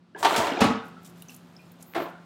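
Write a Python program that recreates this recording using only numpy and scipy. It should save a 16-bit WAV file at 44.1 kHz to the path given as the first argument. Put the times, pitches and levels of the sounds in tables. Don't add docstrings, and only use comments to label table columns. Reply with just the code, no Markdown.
import sys
import numpy as np
from scipy import signal
from scipy.fft import rfft, irfft
from scipy.io import wavfile

SR = 44100
rng = np.random.default_rng(int(sys.argv[2]) if len(sys.argv) > 2 else 0)


def digitize_waveform(pressure):
    field = np.atleast_2d(pressure).T
    bounded = np.clip(field, -1, 1)
    quanta = np.round(bounded * 32767).astype(np.int16)
    wavfile.write(sys.argv[1], SR, quanta)


N = 99225


def amp(db):
    return 10 ** (np.asarray(db) / 20)


def unit(x):
    return x / np.sqrt(np.mean(x ** 2) + 1e-20)


def read(points, hz):
    f, value = np.transpose(points)
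    return np.interp(np.log(hz + 1), np.log(f + 1), value)


def level(points):
    return amp(np.interp(np.arange(N) / SR, *np.transpose(points)))


def freqs(size):
    return np.fft.rfftfreq(size, 1 / SR)


def colour(x, points):
    gain = amp(read(points, freqs(len(x))))
    return unit(irfft(rfft(x) * gain, len(x)))


def add(mix, s, sound):
    part = mix[max(round(s * SR), 0):][:len(sound)]
    part += sound[:len(part)]


def taps(size, order=12):
    out = np.zeros(size)
    at = np.arange(0, size - order, order)
    out[at + rng.integers(0, order, len(at))] = rng.choice([-1., 1.], len(at))
    return out


def die_away(x, t60s, count=11):
    t, hz, centres = np.arange(len(x)) / SR, freqs(len(x)), np.geomspace(70, 15000, count)
    z = rfft(x)
    out = np.zeros(len(x))
    for centre_hz, weights in zip(centres, np.eye(count)):
        band = irfft(z * read(np.c_[centres, weights], hz), len(x))
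        out += band * amp(-60 * t / read(t60s, centre_hz))
    return out


def ring(modes, size=32768):
    t = np.arange(size) / SR
    out = np.zeros(size)
    for k, (hz, db, t60) in enumerate(modes):
        decay = np.exp(-np.log(1000) * t / t60)
        out += (-1) ** k * amp(db) * decay * np.sin(2 * np.pi * hz * t)
    return out


def grains(per_s, spread_db):
    hits = rng.random(N) < per_s / SR
    sizes = amp(spread_db * np.minimum(rng.exponential(1, N), 4))
    return hits * rng.choice([-1., 1.], N) * sizes


def patter(per_s, spread_db, cycles, range_hz, count=28, size=4096):
    out, t = np.zeros(N), np.arange(size) / SR
    for hz in np.geomspace(*range_hz, count):
        ping = hz * np.exp(-hz * t / cycles) * np.sin(2 * np.pi * hz * t)
        out += signal.oaconvolve(grains(per_s / count, spread_db), ping)[:N]
    return out


# frequency in Hz, t60 in s.
PANEL_T60 = [(100, 0.2), (400, 0.14), (1200, 0.15), (4000, 0.17), (14000, 0.063)]
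BASS_HZ, TREBLE_HZ = 300, 4400
MODE_SCATTER = 0.016


def blows(rows, spectrum, modes, size=32768):
    out, t, hz = np.zeros(N), np.arange(size) / SR, freqs(size)
    bass = 1 / (1 + (hz / BASS_HZ) ** 2)
    treble = hz ** 2 / (hz ** 2 + TREBLE_HZ ** 2)
    for s, db, bass_db, treble_db, rise_s, modes_db in rows:
        tilt = amp(bass_db * bass + treble_db * treble)
        clatter = die_away(irfft(rfft(colour(taps(size), spectrum)) * tilt), PANEL_T60)
        struck = [(f * (1 + MODE_SCATTER * rng.uniform(-0.98, 1)), mode_db, t60) for f, mode_db, t60 in modes]
        onset = np.minimum(t / rise_s, 1)
        add(out, s, onset * (amp(db) * clatter + amp(modes_db) * ring(struck)))
    return out


# frequency in Hz, level in dB before BACKGROUND, unsteadiness 0-1.
HUM = [(173, -56, 0.23), (251, -64, 0.55), (356, -71.5, 0.24)]
# frequency in Hz, relative level in dB per Hz.
AIR_COLOUR = [(25, -34), (55, -17), (100, -0.5), (200, 5.5), (400, -5.5), (700, -9.5), (1300, -10.5),
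              (2000, -18), (4200, -21), (7000, -33), (10000, -38), (16000, -66)]
# time in s, gain in dB.
BACKGROUND = [(0, -6), (.9, 4.5), (1.3, 2.5), (1.7, 1.5)]
HUM_WAVER_HZ, AIR_DB = 7, -57


def refrigerator():
    t = np.arange(N) / SR
    out = amp(AIR_DB) * colour(rng.standard_normal(N), AIR_COLOUR)
    slow = np.exp(-(freqs(N) / HUM_WAVER_HZ) ** 2)
    for hz, db, unsteady in HUM:
        a, b = unit(irfft(rfft(rng.standard_normal((2, N))) * slow, N))
        in_phase = (1 - unsteady + unsteady * a) * np.sin(2 * np.pi * hz * t)
        quadrature = unsteady * b * np.cos(2 * np.pi * hz * t)
        out += amp(db) * unit(in_phase + quadrature)
    return out * level(BACKGROUND)


# time in s, level in dB.
ROLL = [(.14, -100), (.16, -53), (.225, -42), (.265, -31.5), (.35, -26), (.4, -28), (.48, -28.5),
        (.54, -33.5), (.6, -32), (.66, -29), (.77, -40.5), (.85, -64)]
# frequency in Hz, relative level in dB per Hz.
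ROLL_COLOUR = [(35, -65), (80, -48), (170, -3), (260, -8.5), (370, -2), (520, -4.5), (680, 0), (1000, -5.5),
               (1400, -6.5), (1900, -13), (3500, -15), (6000, -29), (16000, -47)]


def container_roll():
    contacts = patter(per_s=2600, spread_db=3, cycles=5.3, range_hz=(279, 7490))
    return level(ROLL) * colour(contacts, ROLL_COLOUR)


# mode frequency in Hz, relative level in dB, t60 in s.
TOUCH_MODES = [(341, -1, 0.12), (417, -1.5, 0.15), (652, -10, 0.13), (1603, 3.5, 0.1), (1708, 3, 0.058),
               (2930, -11, 0.033)]
TOUCH_S, TOUCH_DB = .148, -40


def drawer_touch():
    out = np.zeros(N)
    add(out, TOUCH_S, amp(TOUCH_DB) * ring(TOUCH_MODES))
    return out


# time in s, level in dB.
BRUSH = [(.15, -100), (.19, -46), (.22, -47), (.26, -41.5), (.33, -40.5), (.41, -39.5), (.48, -47),
         (.62, -74)]
# frequency in Hz, relative level in dB per Hz.
BRUSH_COLOUR = [(800, 6), (2500, -4), (5000, -0.5), (8000, 3.5), (10500, -4), (16000, -5)]


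def wrap_brush():
    return level(BRUSH) * colour(grains(per_s=11000, spread_db=3.0), BRUSH_COLOUR)


# start in s, clatter level in dB before tilt and decay,
# bass tilt in dB, treble tilt in dB, rise in s, mode level in dB.
DROPS = [(.153, -38, 14, -45, 0.0069, -51), (.228, -24, -31, 12.5, 0.00045, -19),
         (.246, -15, -2, 7.5, 0.0025, -35), (.251, -21.5, 5, -14, 0.0018, -21),
         (.2555, -17.5, -3, -27, 0.00067, -16.5), (.36, -25, 5, 22, 0.0037, -29),
         (.38, -37, 6, 4, 0.01, -21), (.402, -26.5, 22, 1, 0.0048, -36), (.468, -27, -20, 5, 0.0024, -28)]
# frequency in Hz, relative level in dB per Hz.
TUB_COLOUR = [(35, -69), (60, -30.5), (189, -42), (256, -18), (398, 0.5), (503, -15.5), (924, 3),
              (1040, -4.5), (1170, -7), (1550, -11), (3500, -17.5), (16000, -44)]
# frequency in Hz before scatter, relative level in dB, t60 in s.
TUB_MODES = [(390.1, -13, 0.2), (415.4, -14, 0.2), (683, -9.5, 0.13), (924, 0, 0.12), (1171, -11, 0.49),
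             (1363, -15, 0.14), (1803, -14.5, 0.28), (2660, -27, 0.088), (3480, -22, 0.25)]


def container_drop():
    return blows(DROPS, TUB_COLOUR, TUB_MODES)


THUDS = [(.376, -26, 8.5, 17, 0.0035, -23.5), (.604, -17.5, 5, 7.5, 0.0055, -41),
         (.614, -14, -5.5, -2, 0.0037, -11), (.639, -23, 10.5, 7.5, 0.0027, -14),
         (.662, -29, -11, 4.5, 0.0033, -31), (.676, -38, -4, 8, 0.004, -22.5),
         (.696, -32, -5, 1, 0.0068, -18), (.708, -33, -1, -6, 0.0023, -18.5),
         (.745, -39, -13, -14, 0.0047, -25.5)]
# frequency in Hz, relative level in dB per Hz.
DRAWER_COLOUR = [(40, -33), (90, -10), (140, -17.5), (225, -4.5), (330, -12.5), (480, -20), (680, -9.5),
                 (1200, -14.5), (2400, -21), (7700, -35), (16000, -47.5)]
# frequency in Hz before scatter, relative level in dB, t60 in s.
DRAWER_MODES = [(209.8, -2, 0.12), (250, -4.5, 0.11), (295, -17.5, 0.26), (457, -10.5, 0.21),
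                (843, -16.5, 0.19), (1128, -9, 0.099), (1267, -13, 0.15)]


def drawer_thuds():
    return blows(THUDS, DRAWER_COLOUR, DRAWER_MODES)


# start in s, level in dB, frequency in Hz.
BUMPS = [(.402, -16.5, 694), (.432, -19.5, 1036), (0.467, -27, 1390), (.479, -25.5, 307),
         (.495, -22.5, 685), (.518, -18.5, 269), (.545, -22, 332), (0.575, -24, 327)]
BUMP_RISE_S, BUMP_T60_S = 0.0036, 0.062


def rim_bumps(size=8192):
    out = np.zeros(N)
    onset = np.minimum(np.arange(size) / SR / BUMP_RISE_S, 1)
    for s, db, hz in BUMPS:
        add(out, s, onset * ring([(hz, db, BUMP_T60_S)], size))
    return out


# start in s, level in dB, frequency in Hz, t60 in s.
CLINKS = [(0.721, -35.5, 1443, 0.23), (.83, -39.5, 1428, .15), (0.967, -45, 1330, 0.15),
          (1.2222, -42.5, 2800, 0.021), (1.2224, -47.5, 3720, 0.032), (1.285, -42, 6020, 0.036),
          (1.2941, -39.5, 2690, 0.03), (1.2935, -53.5, 5330, 0.089), (1.314, -51, 2720, 0.046),
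          (1.5656, -41.5, 5100, 0.02), (1.592, -53, 2443, 0.2), (1.937, -20, 2230, .002),
          (2.056, -34, 1030, 0.041), (2.108, -45, 1430, .1), (2.152, -44.5, 1413, 0.078),
          (2.183, -48, 1483, 0.051)]
CLINK_SPLIT, CLINK_PARTNER_DB = 0.0925, -7


def clinks():
    out = np.zeros(N)
    for s, db, hz, t60 in CLINKS:
        partner = (hz * (1 + CLINK_SPLIT), db + CLINK_PARTNER_DB, t60)
        add(out, s, ring([(hz, db, t60), partner]))
    return out


# time in s, level in dB.
CRINKLE = [(.8, -100), (.855, -64), (.89, -68.5), (.95, -96), (1.02, -74), (1.06, -53), (1.13, -77),
           (1.18, -61.5), (1.23, -64), (1.27, -73), (1.3, -52), (1.37, -64), (1.41, -75), (1.53, -74),
           (1.69, -69), (1.78, -83), (1.812, -56), (1.87, -81), (2.1, -65.5), (2.15, -100)]
# frequency in Hz, relative level in dB per Hz.
CRINKLE_COLOUR = [(500, -19), (1500, 2), (2800, 0), (4500, -1), (7000, 1.5), (10000, -2.5), (15000, 1),
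                  (16500, -18)]


def bag_crinkle():
    buckles = patter(per_s=9200, spread_db=4.5, cycles=2.8, range_hz=(2210, 15300))
    return level(CRINKLE) * colour(buckles, CRINKLE_COLOUR)


# start in s, level in dB before decay, centre in Hz.
SNAPS = [(0.883, -56, 12600), (1.032, -58, 12000), (1.047, -49, 6440), (1.053, -51, 6340),
         (1.063, -49, 8100), (1.076, -52, 8000), (1.098, -53, 11200), (1.222, -41, 10900),
         (1.344, -46.5, 6150), (1.348, -46, 11500), (1.364, -44, 11300), (1.7183, -49.5, 13400),
         (1.8255, -41, 9730), (1.828, -46, 6600)]
SNAP_DECAY_S, SNAP_OCTAVES, SNAP_SLOPE = 0.0036, 0.41, 0.98


def bag_snaps(size=2048):
    out, t, hz = np.zeros(N), np.arange(size) / SR, freqs(size)
    for s, db, centre_hz in SNAPS:
        octaves = np.log2((hz + 1) / centre_hz)
        shape = (1 + (octaves / SNAP_OCTAVES) ** 2) ** -SNAP_SLOPE
        burst = unit(irfft(rfft(taps(size, order=4)) * shape))
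        add(out, s, amp(db) * np.exp(-t / SNAP_DECAY_S) * burst)
    return out


# time in s, level in dB.
HISS = [(1.8, -100), (1.87, -55), (1.96, -55.5), (2.04, -48.5), (2.09, -76), (2.13, -100)]
# frequency in Hz, relative level in dB per Hz.
HISS_COLOUR = [(8000, -48), (11500, -22), (12800, -7), (15200, -12), (16200, -8.5)]


def high_hiss():
    return level(HISS) * colour(rng.standard_normal(N), HISS_COLOUR)


KNOCKS = [(1.946, -24.5, -22, 4.5, 0.0065, -35), (1.961, -26.5, -4, 1.5, 0.0015, -30),
          (1.976, -29, 10.5, -3, 0.002, -29), (1.998, -31, 17, 0.5, 0.0037, -33.5),
          (2.018, -36.5, -8, 7, 0.0014, -35), (2.056, -36, -5, -9, 0.00097, -51)]
# frequency in Hz, relative level in dB per Hz.
SHELF_COLOUR = [(47, -59), (80, -38), (144, -26.5), (340, -9), (517, -7.5), (708, -6), (970, -8.5),
                (3950, -27.5), (5760, -38), (12000, -44.5), (15600, -77)]
# frequency in Hz before scatter, relative level in dB, t60 in s.
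SHELF_MODES = [(340, 3, 0.11), (459.5, -11.5, 0.23), (634, -8, 0.11), (689, -1, 0.21), (1041, -11.5, 0.25),
               (1360, -9.5, 0.23), (2170, -26, 0.13)]


def shelf_knocks():
    return blows(KNOCKS, SHELF_COLOUR, SHELF_MODES)


# frequency in Hz, t60 in s.
ROOM_T60 = [(100, 0.31), (300, 0.43), (1300, 0.58), (3500, 0.48), (8000, 0.32), (12000, 0.19)]
ROOM_DELAY_S = .006


def kitchen(x):
    tail = die_away(taps(size=32768), ROOM_T60)
    out = np.zeros(N)
    add(out, ROOM_DELAY_S, signal.fftconvolve(x, tail / np.linalg.norm(tail)))
    return out


ROOM_DB, BAG_ROOM_DB = -9.5, -12


def scene():
    hum = refrigerator()
    knocks = container_roll() + drawer_touch() + wrap_brush() + container_drop()
    knocks += drawer_thuds() + rim_bumps() + shelf_knocks()
    rustle = clinks() + bag_crinkle() + bag_snaps() + high_hiss()
    room = kitchen(amp(ROOM_DB) * knocks + amp(BAG_ROOM_DB) * rustle)
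    return (knocks + rustle + room + hum)[None]


LOW_CUT_HZ, EDGE_HZ = 65, 16100


def record(dry):
    high_pass = signal.butter(4, LOW_CUT_HZ, "highpass", fs=SR, output="sos")
    thin = signal.sosfilt(high_pass, dry)
    low_pass = signal.firwin(511, EDGE_HZ, window=("kaiser", 9), fs=SR)
    return signal.oaconvolve(thin, low_pass[None], "same")


dry = scene()
out = record(dry)
digitize_waveform(out)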